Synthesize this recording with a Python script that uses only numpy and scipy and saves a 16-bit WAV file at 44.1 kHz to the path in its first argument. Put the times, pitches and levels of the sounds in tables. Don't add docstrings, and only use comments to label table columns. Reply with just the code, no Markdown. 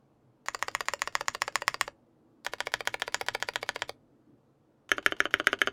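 import sys
import numpy as np
from scipy import signal
from scipy.fft import rfft, irfft
from scipy.io import wavfile
from scipy.ndimage import uniform_filter1d

SR = 44100
rng = np.random.default_rng(int(sys.argv[2]) if len(sys.argv) > 2 else 0)


def transcribe(u):
    v = np.clip(np.atleast_2d(u).T, -1, 1)
    q = np.round(v * 32767).astype(np.int16)
    wavfile.write(sys.argv[1], SR, q)


N = 252252


def gain_of(db):
    return 10 ** (np.asarray(db) / 20)


def evened(x):
    return x / np.sqrt(np.mean(x ** 2) + 1e-20)


def read(points, hz):
    f, value = np.transpose(points)
    return np.interp(np.log(hz + 1), np.log(f + 1), value)


def add(mix, s, sound):
    part = mix[round(s * SR):][:len(sound)]
    part += sound[:len(part)]


KEY_CHANGES = [2.2, 4.4]


def key_at(s):
    return np.searchsorted(KEY_CHANGES, s)


# [bottom, top, fingertip: tilt/dB per octave]
USUAL_TILT = [(-3.5, -3.3, 5.2), (-3, -1.2, 6), (-9, -9, 2.2)]
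# [bottom, top, fingertip: level/dB]
USUAL_DB = [-8, -15, -40]
# [bottom, top, fingertip: dB per octave for each dB above usual]
BRIGHTENING = [0.4, 0.53, .3]


def hardness(key, kind, db):
    return USUAL_TILT[key][kind] + BRIGHTENING[kind] * (db - USUAL_DB[kind])


# [f/Hz, t60/s, level/dB struck at the bottom, level/dB struck at the top]
FIRST_KEY_MODES = [(434, 0.071, -18, -1), (574, 0.064, -7.5, 7), (770, 0.0201, -6, -15),
                   (1030, 0.006, -4.5, 1.5), (1110, 0.06, 1, -2), (1570, 0.025, -14, -2),
                   (1862, 0.012, -10, 0), (1850, 0.019, 0, -15), (1846, 0.0041, -5.5, -28),
                   (2094, 0.042, -1.5, -18), (2320, 0.04, -19.5, -15.5), (2750, 0.02, -10, -3),
                   (3310, 0.21, -7, -17), (3660, 0.014, -43, -10), (4140, 0.007, -12.5, -35),
                   (4700, 0.014, -10.5, 1), (5280, 0.022, -5.5, -6), (5600, 0.0073, -9, -8),
                   (6750, 0.0074, -4.5, -14), (7000, 0.027, -1.5, -8), (7260, 0.019, -5.5, -4),
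                   (8590, 0.0078, -14.5, -16), (9270, 0.0048, -11, -20.5), (10230, 0.014, -22, -29.5),
                   (11700, 0.0046, -22, -20), (13640, 0.0033, -18, -26), (14800, 0.012, -24.5, -32)]
SECOND_KEY_MODES = [(463, 0.047, -5, 7.5), (582, 0.097, -5.5, 5.5), (799, 0.038, 0.5, 8),
                    (954, 0.04, -1, 3.5), (1228, 0.0419, -11, -9), (1410, 0.0305, -16.5, 2.5),
                    (1476, 0.035, 0.5, -0.5), (1746, 0.087, 2, 2), (1820, 0.0048, -5.5, -11.5),
                    (1914, 0.1871, -3.5, 1), (2250, 0.011, -8, 3.5), (2250, 0.032, -6, 1),
                    (2810, 0.068, -21, -21), (3190, 0.038, -0.5, -0.5), (3335, 0.0068, -4, -23),
                    (3800, 0.006, -18, -36), (3867, 0.0048, -5.5, 0), (4680, 0.041, -2.5, 2),
                    (4600, 0.031, -17, -7), (5606, 0.004, -9, -16), (6760, 0.0055, -5.5, -22.5),
                    (7550, 0.037, -6, -20), (8900, 0.0035, -17, -28.5), (10460, 0.018, -8.5, -12.5),
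                    (12960, 0.017, -14.5, -40.5), (14600, 0.011, -26.5, -36.5)]
THIRD_KEY_MODES = [(308, 0.05, -9, -8), (395, 0.45, -4.5, -3.5), (599, 0.071, -7, -4), (730, 0.096, -6, -4),
                   (1220, 0.01, -35, -4.5), (1332, 0.065, 0.5, -33), (1455, 0.031, 2.5, -0.5),
                   (1613, 0.028, 5, -5), (1723, 0.036, 4.5, -35), (1965, 0.053, 2, -27),
                   (2180, 0.015, -5, -10), (2230, 0.014, -1.5, -30), (2800, 0.016, -8, -6.5),
                   (3090, 0.035, 4, -33.5), (3064, 0.069, -30, 1.5), (3230, 0.026, -29, -38),
                   (3605, 0.031, -3, -13), (3760, 0.0103, -38, -48.5), (4570, 0.031, -40, -10),
                   (5480, 0.023, -5.5, -58), (5900, 0.046, -6.5, -24), (5960, 0.0088, -27, -41),
                   (6440, 0.02, -2, -8.5), (7840, 0.028, -35, -34), (9460, 0.0083, -6, -32),
                   (11400, 0.0086, -9, -40), (13100, 0.0085, -14, -47), (14100, 0.0059, -30, -38)]
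RADIATES_HZ = [387, 353, 270]
SIZE = 8192
LOSS = .014


def ring(key, end, hardness_db, dips=(), spread_db=0, damping_hz=0):
    hz = np.fft.rfftfreq(SIZE, 1 / SR) + 1
    modes = [FIRST_KEY_MODES, SECOND_KEY_MODES, THIRD_KEY_MODES][key]
    f, t60, *struck_db = np.transpose(modes)[:, :, None]
    width = np.log(1000) / np.pi / t60 + LOSS * f + damping_hz
    strike_db = np.resize(spread_db, f.shape) * f / (f + 3000)
    level = gain_of(struck_db[end] + strike_db)
    power = (level ** 2 / (1 + ((hz - f ** 2 / hz) / width) ** 2)).sum(0)
    for dip_hz, dip_width, depth_db in dips:
        away = ((hz - dip_hz ** 2 / hz) / dip_width) ** 2
        power = power * (away + gain_of(depth_db) ** 2) / (away + 1)
    power = power / (1 + (RADIATES_HZ[key] / hz) ** 2) ** 2
    power = power / (1 + (hz / 3000) ** 2)
    power = power * gain_of(hardness_db * np.log2(1 + hz / 2000)) ** 2

    folded = irfft(np.log(power + 1e-14)) * (np.arange(SIZE) <= SIZE // 2)
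    folded[0] /= 2
    response = irfft(np.exp(rfft(folded)))[:SIZE // 2]
    return response / abs(response).max()


# [f/Hz, relative level/dB per Hz]
AIR_SHAPE = [(15, -52.5), (25, -13), (92, -20), (123, 1.5), (170, -17), (242, -4.5), (270, -16),
             (309, -1.5), (394, -20), (427, -10.5), (775, -20), (1230, -24.5), (2000, -36), (4490, -42.5),
             (16000, -53)]
# [t/s, level/dB]
LOW_SWELL = [(0, -0.5), (3.95, 4), (4.099, 2.5), (4.18, 5.5), (4.242, -2), (4.31, 12), (4.42, -2),
             (5.72, 7.5)]
AIR_DB = -64


def air():
    frames, hz = N // 512 + 5, np.fft.rfftfreq(2048, 1 / SR)
    real, imaginary, patches = rng.standard_normal((frames, 1025, 3)).T
    patches = uniform_filter1d(uniform_filter1d(patches, 4, 0), 8, 1)
    patches_db = 1.5 * evened(patches)
    swell_db = np.interp(np.arange(frames) * 512 / SR, *np.transpose(LOW_SWELL))
    low_band = np.exp(-(np.log((hz + 1) / 290) / 0.49) ** 2)[:, None]
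    level_db = read(AIR_SHAPE, hz)[:, None] + patches_db + swell_db * low_band
    spectra = (real + 1j * imaginary) * gain_of(level_db)
    noise = signal.istft(spectra, nperseg=2048, noverlap=1536)[1][:N]
    return gain_of(AIR_DB) * evened(noise)


# [travel time/s, power law of the speed-up]
STROKES = [(.032, 2.3), (0.018, .6)]
# [down level/dB, up level/dB]
SLIDE_DB = [(-58.5, -59.5), (-57.5, -55), (-55.5, -56)]
# [f/Hz, level/dB]
GRIT_COLOUR = [(300, -6), (1500, -3.5), (3000, 5.5), (5000, 12), (8000, 8), (12000, 16), (16000, 6)]


def slides():
    t, out = np.arange(N) / SR, np.zeros(N)
    speed = np.zeros((3, N))
    for end, (rows, (travel, law)) in enumerate(zip((PRESSES, RELEASES), STROKES)):
        for s, _ in rows:
            key = key_at(s)
            run_up = np.clip(1 + (t - s) / travel, 0, 1) ** law * (t < s)
            speed[key] += gain_of(SLIDE_DB[key][end]) * run_up
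    uneven_db = 2.5 * evened(uniform_filter1d(rng.standard_normal(N), size=100))
    grit = rng.standard_normal(N) * gain_of(uneven_db)
    for key, stroke in enumerate(speed):
        body = ring(key, 0, 0, damping_hz=402.0)
        out += signal.oaconvolve(grit * stroke, body / np.linalg.norm(body))[:N]
    colour = gain_of(read(GRIT_COLOUR, np.fft.rfftfreq(N, 1 / SR)))
    return irfft(rfft(out) * colour, N)


# [t/s, peak level/dB]
TOUCHES = [(0.46, -34.5), (0.591, -39), (0.714, -41.5), (0.856, -38), (0.993, -40.5), (1.125, -46),
           (1.257, -46), (1.524, -44.5), (2.448, -30.5), (2.584, -43), (2.719, -37.5), (2.853, -38),
           (2.998, -35), (3.123, -37.5), (3.264, -34), (3.401, -35), (3.536, -35.5), (3.663, -43),
           (3.792, -41), (4.892, -34), (5.027, -42.5), (5.166, -41.5), (5.308, -38), (5.443, -39),
           (5.589, -36)]


def touches():
    out, t = np.zeros(N), np.arange(1300) / SR
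    landing = gain_of(-60 * t / 0.015)
    rubbing = gain_of(-12.0 - 60 * t / 0.18)
    for s, db in TOUCHES:
        key = key_at(s)
        rustle = rng.standard_normal(len(t)) * (landing + rubbing)
        sound = np.convolve(rustle, ring(key, 1, hardness(key, 2, db), damping_hz=200.))
        add(out, s, gain_of(db) * sound / abs(sound).max())
    return out


# [t/s, peak level/dB before bounces]
PRESSES = [(0.485, -11.5), (0.626, -10), (0.7503, -9), (0.8849, -8.5), (1.0195, -7), (1.1531, -7),
           (1.283, -7), (1.4199, -6.5), (1.5568, -6.5), (1.68, -4.5), (1.8116, -4.5), (2.4654, -11),
           (2.605, -9.5), (2.7397, -6.5), (2.8743, -8), (3.0205, -9.5), (3.1448, -6), (3.2855, -8),
           (3.4256, -10), (3.5586, -9), (3.6911, -10.0), (3.8209, -10.5), (4.917, -3.5), (5.0624, -1.5),
           (5.2038, -4), (5.3403, -3.5), (5.4707, -1), (5.617, -3.5)]
# [t/s, peak level/dB before bounces]
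RELEASES = [(0.5472, -15.5), (0.6829, -16.5), (0.8069, -14.5), (0.9363, -14.5), (1.0748, -15),
            (1.2098, -16), (1.349, -15.5), (1.4795, -16), (1.6206, -18.5), (1.7434, -15.5), (1.8788, -21.5),
            (2.5356, -18.5), (2.6703, -16), (2.8067, -18.5), (2.942, -16.5), (3.0791, -17.5), (3.212, -16),
            (3.3493, -13.5), (3.4876, -13.5), (3.6294, -19), (3.7605, -17.5), (3.8942, -21), (4.9821, -17),
            (5.1222, -15), (5.2552, -14.5), (5.3997, -13.5), (5.5306, -10), (5.6734, -11)]
# [f/Hz, width/Hz, level/dB at the centre (above 0 lifts)]
DIPS = [
    [(691, 180, -18.5), (1572, 190, -5), (5920, 180, -20.5)],
    [(851, 110, -23), (1272, 57, -20), (4085, 450, -9.5), (6580, 360, 1)],
    [(892, 800, -38), (2550, 180, -6), (4260, 1260, -35)],
]
# [t/s after the bottom hit, level/dB from its peak, t/s after the top hit, level/dB from its peak]
BOUNCES = [(.003, -18, .0025, -5.5), (.0031, -14, 0.002032, -4), (0.0022, -14.5, 0.007, -11.5)]
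# [high treble level/dB, low treble level/dB, t60/s]
CHATTER = [(-19.5, -18, 0.0061), (-12.5, -14, 0.0098)]


def hits(rows, end):
    out, t = np.zeros((2, N)), np.arange(400) / SR
    high_db, low_db, t60 = CHATTER[end]
    push = 2 * end - 1
    for s, db in rows:
        key = key_at(s)
        hardness_db = hardness(key, end, db)
        timing, strength = rng.standard_normal(2)
        spread_db = 1.3 * rng.standard_normal(30)
        noise = rng.standard_normal(len(t))
        high = np.diff(noise, 2, prepend=[0, 0])
        low = np.diff(noise[::-1], prepend=0)
        chatter = (gain_of(high_db) * high + gain_of(low_db) * low) * gain_of(-60 * t / t60)
        chatter[0] = 1
        after, bounce_db = BOUNCES[key][2 * end:2 * end + 2]
        after = after * (1 + .04 * (1 + 2 * end) * timing)
        bounce_db = bounce_db + 2 * strength
        for path, dips, blur_hz in zip(out, (DIPS[key], []), (15., 150.)):
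            sound = np.convolve(chatter, ring(key, end, hardness_db, dips, spread_db, damping_hz=blur_hz))
            add(path, s, push * gain_of(db) * sound / abs(sound).max())
            bounce = ring(key, end, hardness_db - 2.5, dips, spread_db[::-1], damping_hz=59.0)
            bounce = gain_of(bounce_db) * bounce
            for turn in (1, 1.55):
                add(path, s + turn * after, push * gain_of(db - 9.2 * (turn - 1)) * bounce)
    return out


# [f/Hz, width/Hz, level/dB before the width scales it]
DESK_MODES = [(30, 30, -59.5), (71.2, 47, -60), (118, 16, -55), (260.3, 55, -58)]


def desk():
    shake, t = np.zeros(N), np.arange(SR // 4) / SR
    for s, db in PRESSES + RELEASES:
        add(shake, s, gain_of(.7 * db - 60 * t / .2) * (1 - np.exp(-t / 0.0078)))
    hz, drive = np.fft.rfftfreq(N, 1 / SR), rfft(shake * rng.standard_normal(N))
    shape = np.zeros(len(hz))
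    for f, width, db in DESK_MODES:
        shape += gain_of(db) * np.sqrt(SR / width) / (1 + ((hz - f) / width) ** 2)
    return irfft(drive * shape, N)


# [f/Hz, t60/s, relative level/dB]
ROOM_BANDS = [(246, 0.51, 4.5), (592, 0.05, -4), (1200, 0.11, 1), (2500, 0.16, 1.5), (4320, 0.11, 2),
              (6880, 0.14, 2), (10000, 0.23, -7), (14000, 0.1, 0)]


def room(x):
    taps = np.zeros(SR // 2)
    at = np.arange(120, len(taps) - 20, 20)
    taps[at + rng.integers(0, 20, len(at))] = rng.choice([-1., 1.], len(at))
    hz, t, spectra = signal.stft(taps, SR, nperseg=128)
    bands = np.array(ROOM_BANDS)
    t60 = read(bands[:, [0, 1]], hz)[:, None]
    db = read(bands[:, [0, 2]], hz)[:, None]
    tail = signal.istft(spectra * gain_of(db - 60 * t / t60), SR, nperseg=128)[1]
    return signal.oaconvolve(x, tail / np.linalg.norm(tail))[:N]


# [low f/Hz, high f/Hz]
ECHO_BAND = (1800, 9000)
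FLUTTER_S, FLUTTER_DB, FLUTTER_LOSS_DB = .0096, -21.5, -7


def echoes(x):
    taps = np.zeros(SR // 20)
    for trip in range(4):
        taps[round((trip + 1) * FLUTTER_S * SR)] = gain_of(FLUTTER_DB + trip * FLUTTER_LOSS_DB)
    returns = signal.oaconvolve(x, taps)[:N]
    return signal.lfilter(*signal.butter(2, ECHO_BAND, "band", fs=SR), returns)


def scene():
    direct, all_round = hits(PRESSES, 0) + hits(RELEASES, 1) + touches() + slides()
    mix = direct + echoes(direct) + gain_of(-17.5) * room(all_round) + desk() + air()
    return mix[None]


def record(dry):
    clipped = np.clip(dry, -.54, .54)
    low_pass = signal.firwin(511, 16700, window=("kaiser", 9), fs=SR)
    return signal.oaconvolve(clipped, low_pass[None], "same")


dry = scene()
out = record(dry)
transcribe(out)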